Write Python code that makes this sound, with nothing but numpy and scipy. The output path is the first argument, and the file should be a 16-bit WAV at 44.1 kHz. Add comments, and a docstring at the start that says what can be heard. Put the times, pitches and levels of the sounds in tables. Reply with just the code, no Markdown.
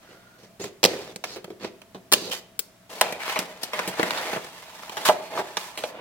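"""A faint hum fills a small bare room, heard through a close stereo microphone.
From the start, a scissor blade rubs and squeaks through the tape of a small cardboard box.
It levers the flap open: tape and card give way with two loud snaps, near 0.8 s and 2.1 s.
Near 3 s the flap is pulled back, then a thin plastic tray scrapes out, catching and buckling.
The tray lands and is handled until the end, at 6 s."""
import sys
import numpy as np
from scipy import signal
from scipy.fft import rfft, irfft, next_fast_len
from scipy.io import wavfile

SR = 44100
rng = np.random.default_rng(int(sys.argv[2]) if len(sys.argv) > 2 else 0)


def unload_wav(signal):
    """Save mono or channel-first audio to the path in sys.argv[1] as 16-bit WAV at rate SR, clipped to [-1, 1]."""
    wavfile.write(
        sys.argv[1],
        SR,
        np.round(np.clip(np.atleast_2d(signal).T, -1, 1) * 32767).astype(np.int16),
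    )


N = 264996
TIME = np.arange(N) / SR
SPOT_Q = 3.04  # how sharply a touched spot rings: a higher Q rings longer


def from_db(db):
    """Turn decibels into a number to multiply by."""
    return 10 ** (np.asarray(db) / 20)


def rms_one(x):
    """Scale a sound to an average strength (rms) of 1."""
    return x / np.sqrt(np.mean(x ** 2) + 1e-20)


def at_hz(points, hz):
    """Read between the rows of a table, on a scale of octaves."""
    f, value = np.transpose(points)
    return np.interp(np.log(np.maximum(hz, 1)), np.log(f), value)


def drift(turns_per_s):
    """A random wander with a typical size of 1."""
    knots = rng.standard_normal(4000)
    return rms_one(np.interp(TIME * turns_per_s, np.arange(len(knots)), knots))


def colour(x, points):
    """Make some pitches louder and others softer (a minimum-phase filter)."""
    n = next_fast_len(x.shape[-1] + 4096, True)
    gains = from_db(at_hz(points, np.fft.rfftfreq(n, 1 / SR)))
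    cepstrum = irfft(np.log(gains), n)
    cepstrum[1:n // 2] *= 2  # folded so that nothing rings before it is struck
    cepstrum[n // 2 + 1:] = 0
    return irfft(rfft(x, n) * np.exp(rfft(cepstrum)), n)[..., :x.shape[-1]]


def resonate(x, hz, q, lift_db):
    """A ringing part lifts its own pitch out of the sound."""
    return x + (from_db(lift_db) - 1) * signal.lfilter(*signal.iirpeak(hz, q, fs=SR), x)


def panels(force, tone, rings):
    """A push is heard through thin walls that ring at their own pitches."""
    x = colour(force, tone)
    for hz, width_hz, lift_db in rings:
        x = resonate(x, hz, hz / width_hz, lift_db)
    return x


def split(x, edges_hz):
    """Cut a sound into pitch bands, lowest first."""
    bands = []
    for hz in edges_hz:
        low, high = (signal.butter(2, hz, kind, fs=SR, output="sos") for kind in ("low", "high"))
        bands.append(signal.sosfilt(np.tile(low, (2, 1)), x))
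        x = signal.sosfilt(np.tile(high, (2, 1)), x)
    return bands + [x]


# How alike left and right are in the room: f/Hz, likeness (0 to 1)
LIKENESS = [(100, 0.83), (500, 0.78), (1200, 0.42), (2500, 0.031), (14000, 0)]
def all_round_noise(size):
    """Noise from all sides: left and right are alike in the bass, unrelated in the treble."""
    alike = np.clip(at_hz(LIKENESS, np.fft.rfftfreq(size, 1 / SR)), -1, 1)
    mid, side = rfft(rng.standard_normal((2, size)))  # mid: what both ears share; side: how they differ
    return rms_one(irfft(np.sqrt(1 + alike) * mid + np.sqrt(1 - alike) * side * [[1], [-1]], size))


# The tone of the room's air: f/Hz, relative level/dB
AIR_TONE = [(15, -34), (25, -17.5), (123, -12.5), (223, -9), (531, -21.5), (659, -4.5), (734, -19),
            (1040, -18), (12200, -31)]
# The notes of the hum: f/Hz, level/dB
HUM_NOTES = [(118.4, -70.5), (183, -67), (672.9, -69.5)]
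def background(air_db):
    """Room air and the slightly wavering hum of a far appliance."""
    hum = sum(np.sqrt(2) * from_db(db) * np.sin(2 * np.pi * hz * TIME + 0.26 * drift(2))
              for hz, db in HUM_NOTES)
    return from_db(air_db) * rms_one(colour(all_round_noise(N), AIR_TONE)) + hum


def pressure(t, start, end, swell_db, rise_share=0.08, fall_db_per_s=402.5):
    """A stroke takes hold, swells or eases evenly, and lets go."""
    progress = np.clip((t - start) / max(end - start, 1 / SR), 0, 1)
    release_db = fall_db_per_s * np.clip(t - end, 0, 1)
    return np.minimum(progress / rise_share, 1) * from_db(swell_db * (progress - .5) - release_db)


def catches(per_s=330, low_hz=1696, high_hz=7997, ring_s=0.0056, spread_db=1.5):
    """Sliding edges catch, and each catch rings briefly at its own pitch; gives mid and side."""
    size = 4096
    t, out = np.arange(size) / SR, np.zeros((2, N + size))
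    for when, pitch, strength, angle in rng.random((int(per_s * N / SR), 4)):
        hz, at = low_hz * (high_hz / low_hz) ** pitch, int(when * N)
        ring = rms_one(np.sin(2 * np.pi * hz * t) * t * np.exp(-t / ring_s))
        direction = np.cos(2 * np.pi * angle), np.sin(2 * np.pi * angle)
        gain = from_db(spread_db * min(-np.log(1 - strength), np.pi))
        out[:, at:at + size] += np.outer(direction, ring) * gain
    return rms_one(out[:, :N])


def rubbing(strokes, tone, rings, slips_per_s, smooth, catch_db, judder_db, ring_db, gain_db):
    """Tiny slips, catches and a smooth hiss shake the panels, stroke by stroke; gives mid and side."""
    shape = 2, N
    sizes = rng.standard_normal(shape) * from_db(np.minimum(rng.exponential(1, shape), 4))
    slips = rms_one(sizes * (rng.random(shape) < slips_per_s / SR))
    friction = slips + smooth * rng.standard_normal(shape) + from_db(catch_db) * catches()
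    unsteady_hand = from_db(judder_db * drift(turns_per_s=120))
    shaking = panels(friction * unsteady_hand, tone, rings)
    bands = np.array([rms_one(band) for band in split(shaking, edges_hz=(700, 4000))])
    out = np.zeros(shape)
    for start, end, db, swell_db, boom_db, hiss_db, ring_hz in strokes:
        span = slice(int(start * SR), int(end * SR) + SR // 4)
        low, middle, high = bands[..., span]
        blend = from_db(boom_db) * low + middle + from_db(hiss_db) * high
        sound = resonate(blend, ring_hz, SPOT_Q, ring_db)
        out[:, span] += from_db(db + gain_db) * pressure(TIME[span], start, end, swell_db) * sound
    return out


# The tone of a push on cardboard: f/Hz, relative level/dB
CARD_TONE = [(30, -15), (65, -7), (110, 6.5), (280, 6), (500, 10), (1400, 0.5), (4200, -7.5), (6500, -14.5),
             (10000, -24), (15000, -25.5)]
# Where the box walls ring: f/Hz, width/Hz, lift/dB
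CARD_RINGS = [(185, 45, 5), (332, 33.6, 3), (378, 37, 5.5), (470, 140, 3.5)]
# Strokes on the box; boom is extra bass, hiss is extra treble, f is the ring of the touched spot:
# start t/s, end t/s, relative level/dB, swell/dB, boom/dB, hiss/dB, f/Hz
BLADE_RUBS = [(0.0, 0.38, -60.5, -13, -1.5, -4.5, 1590), (0.09, 0.13, -59.5, 5, 10, -1, 149),
              (0.38, 0.45, -57, 6.5, 6, -1.5, 5430), (0.595, 0.665, -42, -1.5, 6.5, 2.5, 342),
              (0.85, 1.12, -40, -14, 2.5, -1.5, 490), (1.24, 1.35, -45, 1.5, 0, 2.5, 4750),
              (1.595, 1.648, -42.5, 18.5, 3.5, -7.5, 4740), (2.14, 2.31, -45, 0.5, 5.5, 6.5, 523),
              (2.312, 2.372, -35, -9, -17.5, 2.5, 11900)]
def blade_slitting():
    """The blade and fingers rub along tape and card."""
    return rubbing(BLADE_RUBS, CARD_TONE, CARD_RINGS, slips_per_s=1000, smooth=0.9,
                   catch_db=-7.5, judder_db=1, ring_db=5.5, gain_db=-6.0)


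# Squeaks of card, blade and plastic: start t/s, end t/s, f/Hz, level/dB
SQUEAK_NOTES = [(0.042, 0.36, 1430, -61), (0.615, 0.627, 6730, -41.5), (1.266, 1.343, 4550, -60),
                (2.141, 2.287, 3980, -46), (2.16, 2.28, 4620, -48), (2.312, 2.312, 3030, -29),
                (3.023, 3.154, 2370, -45), (4.468, 4.82, 2740, -63.5), (5.15, 5.4, 4270, -59)]
def squeaks(q=30):
    """A dragging edge sticks and slips, keeping one narrow pitch ringing; gives mid and side."""
    out = np.zeros((2, N))
    for start, end, hz, db in SQUEAK_NOTES:
        span = slice(int(start * SR), int(end * SR) + SR // 4)
        friction = rng.standard_normal((2, SR))
        tone = rms_one(signal.lfilter(*signal.iirpeak(hz, q, fs=SR), friction))
        grip = pressure(TIME[span], start, end, 0)
        out[:, span] += from_db(db) * grip * tone[:, :len(grip)]
    return out


def hits(table, tone, rings, snap, top_db, gain_db, grain_db=7.0, tear_s=0.00023):
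    """Each hit is one sharp release, then a short crumble as fibres and creases give way."""
    size = 4096
    t, out = np.arange(size) / SR, np.zeros(N + size)
    starts, db, thump_db, bright_db, crumble_s, spots_hz = np.transpose(table)
    chance = rng.standard_normal((len(table), 2, size))
    grains = chance[:, 0] * from_db(grain_db * np.minimum(chance[:, 1], 2))
    force = grains * np.exp(-t / crumble_s[:, None]) * (1 - np.exp(-t / tear_s))
    force /= np.linalg.norm(force, axis=1, keepdims=True)
    force[:, 0] += snap  # the sharp release
    struck = np.array([resonate(push, hz, SPOT_Q, lift_db=9) for push, hz in zip(force, spots_hz)])
    bands = split(panels(struck, tone, rings), edges_hz=(500, 1500, 6000))
    bands_db = db + thump_db, db - bright_db, db, db + bright_db + top_db
    sounds = 0
    for band, band_db in zip(bands, bands_db):
        strength = np.linalg.norm(band, axis=1) / np.sqrt(SR / 100)  # as if packed into 10 ms
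        sounds = sounds + band * (from_db(band_db) / strength)[:, None]
    for start, sound in zip(starts, sounds):
        at = int(start * SR)
        out[at:at + size] += sound
    return from_db(gain_db) * out[:N]


# Snaps of the box; thump is extra bass, f is the ring of the struck spot:
# t/s, relative level/dB, thump/dB, brightness/dB, crumble time/s, f/Hz
CARD_SNAPS = [(0.641, -38, 4, -1.5, 0.0065, 375), (0.8305, -26, -3, -0.5, 0.0054, 5530),
              (0.8395, -17, -5.5, 2, 0.0026, 3900), (0.8498, -20, 4, 1.5, 0.0027, 5250),
              (0.858, -26.5, -20, 3, 0.0024, 4740), (1.1598, -41.5, 3, 4.5, 0.0036, 8100),
              (1.2395, -32, -21, -1.5, 0.0064, 2470), (1.36, -41.5, 7, -4.5, 0.017, 390),
              (1.4435, -43, 3, -2.5, 0.0057, 13800), (1.478, -61, 21, -11, 0.008, 446),
              (1.5028, -49, 16.5, -6, 0.014, 415), (1.646, -41, 7.5, -9.5, 0.0056, 4920),
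              (1.817, -51, -16, -1, 0.006, 2480), (1.9466, -47, 11.5, -6.5, 0.018, 185),
              (2.1186, -26.5, 1, 5.5, 0.02, 970), (2.1236, -20.5, -14.5, 3.5, 0.0041, 960),
              (2.1342, -24.5, -15, 10, 0.00081, 14400), (2.1378, -20.5, -11, 4.5, 0.0021, 2930),
              (2.1458, -36.5, -6, 9, 0.0022, 4100), (2.592, -38, -5, 15.5, 0.0046, 13950)]
def box_snapping():
    """Tape and flap give way suddenly and the box walls ring."""
    return hits(CARD_SNAPS, CARD_TONE, CARD_RINGS, snap=0.4, top_db=-1, gain_db=-1.7)


# The tone of a push on the tray: f/Hz, relative level/dB
PLASTIC_TONE = [(30, -32), (65, -20), (140, -11), (280, -3.5), (600, 2.5), (1100, 2), (2400, -1),
                (3600, -3.5), (7000, -11), (11000, -15.5), (15000, -17.5)]
# Where the tray walls ring: f/Hz, width/Hz, lift/dB
PLASTIC_RINGS = [(181, 14, 5.5), (466, 27, 5.6), (634, 66, 6), (843, 57, 4.2), (986, 200, 4.2),
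                 (1700, 86, 2)]
# Slides of flap and tray: start t/s, end t/s, relative level/dB, swell/dB, boom/dB, hiss/dB, f/Hz
TRAY_SLIDES = [(2.892, 3.0, -44.5, 4, -0.5, -0.5, 443), (3.01, 3.19, -39, -16.5, 0, -6.5, 726),
               (3.19, 3.34, -35, 9.5, -15, -6.5, 2150), (3.39, 3.50, -43.5, -21, -0.5, -3.5, 526),
               (3.48, 3.72, -49, 4, -5.5, -6.5, 527), (3.612, 3.634, -49, 11, -8, 1, 11900),
               (3.72, 3.98, -38, -4, -2, -6.5, 1810), (3.97, 4.35, -34.5, -0.5, -2, -5.5, 1860),
               (4.35, 4.45, -47, 3, -7, -3, 640), (4.43, 4.92, -48, 2.5, -8.5, -2.5, 910),
               (4.91, 5.05, -44.5, 13, -3, -2, 740), (5.05, 5.085, -23, -0.5, -15, -1.5, 1110),
               (5.14, 5.28, -49.5, 10, -5, -3.5, 2350), (5.30, 5.395, -40, 18.5, 2.5, -6.5, 764),
               (5.43, 5.78, -48, -2, -8, -4.5, 905), (5.58, 5.69, -48.5, -8, -33, 1.5, 1010),
               (5.77, 5.885, -48, 2, 1, 1.5, 1230), (5.88, 6.0, -51, 11, 3, -23, 930)]
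def tray_sliding():
    """Flap and tray scrape along card, table and fingers."""
    return rubbing(TRAY_SLIDES, PLASTIC_TONE, PLASTIC_RINGS, slips_per_s=1800, smooth=1.0,
                   catch_db=-8.5, judder_db=1.2, ring_db=3.5, gain_db=-2.0)


# Knocks of flap and tray: t/s, relative level/dB, thump/dB, brightness/dB, crumble time/s, f/Hz
TRAY_HITS = [(3.0112, -14.5, -5.5, 5, 0.0052, 910), (3.124, -34.5, 5.5, 8, 0.0064, 2330),
             (3.2784, -35, -1, -1, 0.0019, 1100), (3.2958, -29.5, -15, 1, 0.013, 2860),
             (3.3597, -26, -5, -4, 0.024, 2350), (3.3897, -29.5, -1.5, 15.5, 0.004, 2500),
             (3.633, -31.5, -3, 14, 0.0079, 4330), (3.7334, -30, -16, -2, 0.0065, 2270),
             (3.7912, -26, -6, -1, 0.0054, 1870), (3.8766, -31.5, 6, 13, 0.017, 132),
             (3.9955, -28.5, 10, -6.5, 0.0057, 166), (4.0297, -24.5, -1.5, -1.5, 0.0069, 1850),
             (4.1065, -28, -17, 1.5, 0.0042, 3550), (4.174, -31, -13, 0, 0.014, 4500),
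             (4.3315, -31, 5, 2, 0.013, 1190), (4.362, -47.5, 19.5, -19.5, 0.013, 141),
             (4.833, -47, -29, -8.5, 0.0038, 1210), (4.8952, -37.5, -5, 1.5, 0.004, 955),
             (4.9696, -29.5, -4, 1, 0.016, 770), (5.0519, -36, -23, 18, 0.015, 1100),
             (5.0873, -22.5, -1.5, -4, 0.0013, 368), (5.0935, -29.5, 3, -22, 0.009, 516),
             (5.3751, -38.5, -5, -13.5, 0.004, 1130), (5.39, -43, 14.5, -20, 0.015, 390),
             (5.5697, -25, -11.5, 2, 0.0068, 6070), (5.7752, -32.5, -3, 7.5, 0.018, 3230),
             (5.8371, -30.5, 4.5, -3.5, 0.0087, 577)]
def tray_knocking():
    """The flap folds back, then the thin tray catches, buckles and lands."""
    return hits(TRAY_HITS, PLASTIC_TONE, PLASTIC_RINGS, snap=0.39, top_db=-10.5, gain_db=-2.0)


def scatter(clicks, gain_db, fade_s):
    """Table and moving hands bounce each click differently to left and right; gives the side signal."""
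    size = 1024
    paths = np.array([np.subtract(*all_round_noise(size)) for _ in range(6)])
    paths *= np.exp(-np.arange(size) / SR / fade_s)
    paths = split(paths, edges_hz=[650])[1]  # lower sounds bend round the hands
    paths /= np.linalg.norm(paths, axis=1, keepdims=True)
    shares = np.array([drift(turns_per_s=12) for _ in paths])
    shares /= np.linalg.norm(shares, axis=0)
    bounces = signal.fftconvolve(clicks[None], paths, axes=1)[:, :N]
    return from_db(gain_db) * np.sum(shares * bounces, axis=0)


# Where the hands work: t/s, left minus right level/dB
HAND_POSITION = [(1.3, -1.5), (2.45, -3), (2.59, 10), (2.9, 1), (4.5, -1.5)]
def place(mid, side, lag_samples):
    """Sound reaches the left of the microphone first and leans to where the hands work."""
    left = mid + side
    right = np.pad(mid - side, (lag_samples, 0))[:N]
    lean_db = np.interp(TIME, *np.transpose(HAND_POSITION))
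    return np.array([left * from_db(lean_db / 2), right * from_db(-lean_db / 2)])


# How long echoes take to fade by 60 dB: f/Hz, t/s
ECHO_TIMES = [(150, 0.66), (1000, 0.45), (3000, 0.5), (14000, 0.18)]
# How strong the echoes are: f/Hz, relative level/dB
ECHO_LEVELS = [(100, -10), (450, -1), (1000, -8), (3000, -6.5), (7000, -11.5), (14000, -14.5)]
def room(x, build_up_s):
    """Bare walls send back a blur of echoes that die sooner in the treble."""
    t = np.arange(SR) / SR
    edges_hz = 200 * 2. ** np.arange(7)
    centres_hz = np.append(edges_hz, 2 * edges_hz[-1]) / np.sqrt(2)
    build_up = 1 - np.exp(-(t / build_up_s) ** 2)
    echoes = 0
    for hz, noise in zip(centres_hz, split(all_round_noise(SR), edges_hz)):
        fade = from_db(-60 * t / at_hz(ECHO_TIMES, hz)) * build_up
        echoes = echoes + noise * fade / np.linalg.norm(fade) * from_db(at_hz(ECHO_LEVELS, hz))
    return signal.fftconvolve(x[None], echoes, axes=1)[:, :N]


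def scene():
    """Box first, then the tray, in the same room."""
    clicks = box_snapping() + tray_knocking()
    rub_mid, rub_side = blade_slitting() + tray_sliding() + squeaks()
    mid = clicks + rub_mid
    # a rubbing edge is wide, so its treble differs between left and right
    rub_width = from_db(-2) * split(rub_side, edges_hz=[1150])[1]
    side = scatter(clicks, gain_db=-1.5, fade_s=0.0009) + rub_width
    return place(mid, side, lag_samples=4) + room(mid, build_up_s=0.0015) + background(air_db=-56)


def record(dry):
    """Any peak past full scale is clipped, then the highest treble is cut."""
    cutoff_hz = 16100
    treble_cut = signal.ellip(10, .1, 70, cutoff_hz, fs=SR, output="sos")
    return signal.sosfilt(treble_cut, np.clip(dry, -1, 1))


dry = scene()
out = record(dry)
unload_wav(out)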